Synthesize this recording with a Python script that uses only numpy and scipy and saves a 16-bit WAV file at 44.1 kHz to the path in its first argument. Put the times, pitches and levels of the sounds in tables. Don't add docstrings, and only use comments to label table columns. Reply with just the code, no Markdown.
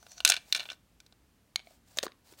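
import sys
import numpy as np
from scipy import signal
from scipy.fft import rfft, irfft, next_fast_len
from scipy.io import wavfile
from scipy.ndimage import uniform_filter1d

SR = 44100
rng = np.random.default_rng(int(sys.argv[2]) if len(sys.argv) > 2 else 0)


def log_audio(samples):
    frames = np.atleast_2d(samples).T
    limited = np.clip(frames, -1, 1)
    pcm = np.round(limited * 32767).astype(np.int16)
    wavfile.write(sys.argv[1], SR, pcm)


N = 105840

# (pitch [Hz], level [dB], time to fall by 60 dB [s])
DOME_MODES = [(1499, -0.5, 0.027), (1786, -8.5, .025), (2349, -1, 0.024), (2634, -1, .02),
              (2870, 0.5, 0.017), (3553, -1, .022), (4110, 1.5, 0.02), (4580, -11, .04), (5400, -2.5, .017),
              (6320, -2.5, .017), (7090, -6, .02), (7850, -5.5, 0.018), (9100, -2, 0.012)]
SHELL = dict(modes=DOME_MODES, crowd_t60=0.02, crowd_db=-1, cavity_db=-18)
SHELL_SPOT_Q, CAP_SPOT_Q = 1.7, 3.5


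def from_db(db):
    return 10 ** (np.asarray(db) / 20)


def unit(x):
    return x / np.sqrt(np.sum(x ** 2) + 1e-20)


def rms_one(x):
    return unit(x) * np.sqrt(len(x))


def coloured(x, points):
    size = 2 * next_fast_len(len(x))
    hz, db = np.transpose(points)
    grid = np.maximum(np.fft.rfftfreq(size, 1 / SR), 1)
    gain = from_db(np.interp(np.log(grid), np.log(hz), db))
    cepstrum = irfft(np.log(gain))
    cepstrum[1:size // 2] *= 2
    cepstrum[size // 2 + 1:] = 0
    response = np.exp(rfft(cepstrum))
    return irfft(rfft(x, size) * response)[:len(x)]


def shelved(x, bass_db, treble_db):
    return coloured(x, [(790, bass_db), (1650, 0), (3440, 0), (8200, treble_db)])


def radiated(x, edge_hz):
    return signal.sosfilt(signal.butter(2, edge_hz, "high", fs=SR, output="sos"), x)


def flutter(size):
    return rms_one(uniform_filter1d(rng.standard_normal(N), size=size))


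def favoured(x, hz, q):
    spot_db = 7.5
    w, lift = 2 * np.pi * hz / SR, from_db(spot_db / 2)
    width, centre = np.sin(w) / (2 * q), -2 * np.cos(w)
    numerator = [1 + width * lift, centre, 1 - width * lift]
    denominator = [1 + width / lift, centre, 1 - width / lift]
    return signal.lfilter(numerator, denominator, x)


def add(out, s, sound):
    start = int(s * SR)
    sound, start = sound[max(-start, 0):], max(start, 0)
    out[start:start + len(sound)] += sound[:max(N - start, 0)]


def dying(t, t60):
    return from_db(-60 * t / t60)


def knock(modes, crowd_t60, crowd_db, cavity_db, s):
    # (pitch [Hz], level per Hz [dB])
    crowd_colour = [(40, -50), (160, -19.5), (350, -23), (750, -10), (1500, -7), (1950, -7), (2500, -3.5),
                    (4200, 0), (6000, -2), (9000, -9), (11000, -11), (16000, -18.5)]
    # (time [s], pitch [Hz])
    cavity_pitch = [(.5, 711.6), (1.56, 747), (1.6, 714), (1.72, 660), (1.985, 610), (2.035, 512),
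                    (2.066, 397)]
    mode_spread_db, crack_db = 3.5, -26
    mode_shift = 0.008
    contact_s, cavity_t60_s = .0012, 0.017
    shell_edge_hz, port_edge_hz = 860, 227

    t = np.arange(SR // 16) / SR
    hz, db, t60 = np.transpose(modes)[:, :, None]
    strength = from_db(db + mode_spread_db * rng.standard_normal(hz.shape))
    strength = strength * (-1) ** np.arange(len(hz))[:, None]
    hz = hz * (1 + mode_shift * rng.standard_normal(hz.shape))
    ring = np.sum(strength * np.sin(2 * np.pi * hz * t) * dying(t, t60), axis=0)

    cavity_hz = np.interp(s, *np.transpose(cavity_pitch))
    cavity = np.sin(2 * np.pi * cavity_hz * t) * dying(t, cavity_t60_s)
    chatter = rng.standard_normal(len(t)) * dying(np.maximum(t - contact_s, 0), crowd_t60)
    crowd = unit(coloured(chatter, crowd_colour))
    crack = unit(coloured(1. * (t == 0), crowd_colour))

    blow = unit(radiated(ring, shell_edge_hz)) + from_db(crowd_db) * crowd + from_db(crack_db) * crack
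    return blow + from_db(cavity_db) * unit(radiated(cavity, port_edge_hz))


def blows(hits, body, spot_q):
    out = np.zeros(N)
    for s, db, bass_db, treble_db, spot_hz in hits:
        blow = favoured(knock(s=s, **body), spot_hz, spot_q)
        blow = unit(blow) * np.sqrt(.002 * SR)
        add(out, s, from_db(db) * shelved(blow, bass_db, treble_db))
    return out


def still_air():
    # (pitch [Hz], level per Hz [dB])
    air_colour = [(20, -24), (52, 2), (80, -3.5), (130, -5.5), (250, -7.5), (450, -16), (1100, -21),
                  (3200, -25), (16000, -32.5)]
    air_db = -67
    noise = coloured(rng.standard_normal(N + SR), air_colour)[SR:]
    return from_db(air_db) * rms_one(noise)


def room(x):
    # (pitch [Hz], level [dB])
    room_colour = [(400, -4), (800, 2), (2500, 0.5), (4200, -5), (7000, -6), (16000, -8.5)]
    t60_s, delay_s, room_db = 0.27, 0.012, -19.5
    t = np.arange(SR // 2) / SR
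    tail = rng.standard_normal(len(t)) * dying(t, t60_s) * (t > delay_s)
    return from_db(room_db) * signal.fftconvolve(x, coloured(unit(tail), room_colour))[:N]


def rubbing():
    # (start [s], end [s], level at the middle [dB])
    rubs = [(-.05, 0.264, -64), (0.343, 0.59, -66), (0.448, .77, -57), (1.627, 1.796, -64.5),
            (1.848, 1.978, -64.5), (1.941, 2.022, -58.5), (1.969, 1.985, -47.5), (2.022, 2.067, -44),
            (2.236, 2.38, -60.5), (2.369, 2.448, -51)]
    # (pitch [Hz], level [dB])
    rub_colour = [(200, -12), (700, 4), (1100, -3), (3000, -4.5), (4500, -0.5), (6000, -3.5), (8000, -3),
                  (11000, -9.5), (16000, -6.5)]
    grain_db, uneven_db = 2, 1
    pressure = np.zeros(N)
    for start, end, db in rubs:
        swell = np.sin(np.linspace(0, np.pi, max(int((end - start) * SR), 2)))
        add(pressure, start, from_db(db) * swell)
    grain = from_db(grain_db * flutter(size=90) + uneven_db * flutter(size=700))
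    return pressure * rms_one(coloured(grain * rng.standard_normal(N), rub_colour))


def catching():
    # (time [s], level [dB], bass [dB], treble [dB], favoured pitch [Hz])
    ticks = [(.0278, -53.5, 21, 1, 1370), (.0655, -48, 15.5, -2, 1500), (.1170, -47.5, -9, 3.5, 6100),
             (.1802, -43, 4, -1, 4300), (2.3240, -58.5, 22.5, 9, 343), (2.3367, -55, 12, -16, 2270)]
    return blows(ticks, SHELL, SHELL_SPOT_Q)


def cap_tapping():
    # (time [s], level [dB], bass [dB], treble [dB], favoured pitch [Hz])
    taps = [(1.5586, -19.5, -6.5, 0.5, 4030), (1.5936, -42, -3, -16.5, 1500), (1.6000, -46, 4, -16.5, 1485),
            (1.6711, -49, 9, -18, 686), (1.7080, -65, 19.5, -2.5, 650)]
    # (pitch [Hz], level [dB], time to fall by 60 dB [s])
    loose_modes = [(1000, -12, .006), (1540, -4.5, 0.0047), (2236, 3.5, 0.02), (3030, 2, 0.0064),
                   (4190, 2, 0.0096), (4580, 0, 0.017), (5600, -5, .008), (6510, -4.5, 0.017),
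                   (8150, -0.5, 0.0085)]
    loose_cap = dict(modes=loose_modes, crowd_t60=.011, crowd_db=-5.5, cavity_db=-11)
    return blows(taps, loose_cap, CAP_SPOT_Q)


def cap_snapping():
    # (time [s], level [dB], bass [dB], treble [dB], favoured pitch [Hz])
    snaps = [(1.9725, -34, 13.5, 2, 6530), (1.9864, -18, 4, -5, 3900), (2.0295, -28.5, 6, -1.5, 6000),
             (2.0343, -27, 11.5, -9, 555), (2.0550, -40.5, 15, -12, 374), (2.0660, -32.5, 16.5, -16, 1000),
             (2.0801, -40.5, 3, -24, 1470), (2.1192, -47.5, -1, -19.5, 2300)]
    # (pitch [Hz], level [dB], time to fall by 60 dB [s])
    seated_modes = [(1162, -3.5, 0.013), (1797, 3, 0.0086), (3770, 1, 0.01), (4610, 0.5, 0.013),
                    (5430, -7.5, 0.0079), (6480, 7, 0.0091), (8630, 2, 0.01)]
    seated_cap = dict(modes=seated_modes, crowd_t60=0.014, crowd_db=-1, cavity_db=-15)
    return blows(snaps, seated_cap, CAP_SPOT_Q)


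def scraping():
    # (time [s], level [dB])
    scrape = [(0, -68), (.08, -76), (.12, -55), (.16, -65.5), (.183, -50.5), (.205, -68), (.25, -69.5)]
    # (pitch [Hz], level [dB])
    scrape_colour = [(400, -21), (720, 1.5), (1100, -21), (3700, -10), (4400, 2), (5100, -13), (5900, 7.5),
                     (6800, -4.5), (10000, -29)]
    s, db = np.transpose(scrape)
    pressure = np.interp(np.arange(N) / SR, s, from_db(db), right=0)
    slips = rng.standard_normal(N) * rng.exponential(1, N)
    return pressure * rms_one(coloured(slips, scrape_colour))


def rolling():
    # (start [s], end [s], level at start [dB], level at end [dB])
    rolls = [(0.255, 0.316, -33.5, -31.5), (.313, 0.379, -39.5, -43), (0.556, 0.639, -36.5, -52),
             (0.658, 0.667, -47.5, -55), (0.706, 0.75, -46.5, -70.5)]
    contacts_per_s, treble_db = 700, -10
    rolled_shell = dict(SHELL, crowd_db=-5.5)
    out, t = np.zeros(N), np.arange(SR // 4) / SR
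    for start, end, start_db, end_db in rolls:
        length = end - start
        touching = rng.random(len(t)) < contacts_per_s / SR
        contacts = touching * rng.standard_normal(len(t)) * (t < length)
        level = from_db(np.interp(t, [0, length], [start_db, end_db]))
        force = unit(contacts) * np.sqrt(abs(length) * SR) * level
        spots = rng.integers(0, 4, len(t))
        for spot in np.unique(spots):
            ring = unit(shelved(knock(s=start, **rolled_shell), 0, treble_db))
            add(out, start, signal.fftconvolve(force * (spots == spot), ring))
    return out


def ball_hitting():
    # (time [s], level [dB], bass [dB], treble [dB], pitch that the struck spot favours [Hz])
    ball_hits = [(.2036, -29.5, 9.5, -2.5, 2900), (.2495, -9.5, -5, 5, 3270), (.2610, -23.5, 8, -3, 3060),
                 (.2705, -41, -10, 11, 9100), (.2762, -18, -51, 2.5, 3830), (.2808, -33, -11, 2, 3860),
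                 (.2898, -26, -7, 14, 4000), (.2993, -17.5, 8, 12, 4000), (.3100, -32.5, 6, 7, 4200),
                 (.3199, -14, -7, -5.5, 2900), (.3293, -28.5, 0, -14, 2870), (.3370, -27.5, -22, -7, 2770),
                 (.3408, -25, 2, -2.5, 3900), (.3654, -25, -15, -8, 3080), (.3728, -33, 13.5, -16, 4100),
                 (.5251, -14.5, -14, 0, 3450), (.5486, -18.5, -7.5, -3.5, 3440),
                 (.5595, -35, 14.5, -9, 7200), (.5637, -27.5, 1.5, -3, 7460), (.5731, -35, -7, 1, 3900),
                 (.5954, -26.5, 3, -9.5, 3200), (.6034, -28, 2.5, -8, 2600), (.6125, -40, 17, -12, 3710),
                 (.6274, -39, 6.5, -22, 3750), (.6548, -38.5, 10.5, -16, 2384),
                 (.6885, -34.5, 2.5, -30, 3100), (.6960, -46, 5, -25, 2670),
                 (.7008, -29.5, -2.5, -12, 3300), (.7160, -40.5, 13, -12, 2400), (.7195, -42, 8, 0.5, 5600),
                 (.7302, -41.5, 7, -7, 3870), (1.0024, -48.5, 2.5, 4, 4130), (1.0638, -55, 19.5, 6.5, 4000),
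                 (1.1243, -53.5, 17, -1.5, 4010)]
    return blows(ball_hits, SHELL, SHELL_SPOT_Q)


def scene():
    fingers = rubbing() + catching()
    cap = cap_tapping() + cap_snapping()
    balls = scraping() + rolling() + ball_hitting()
    toy = fingers + cap + balls
    return (still_air() + room(toy) + toy)[None]


def record(dry):
    cutoff_hz = 16750
    clipped = np.clip(dry, -.8, .8)
    return signal.sosfilt(signal.cheby2(16, 70, cutoff_hz, fs=SR, output="sos"), clipped)


dry = scene()
out = record(dry)
log_audio(out)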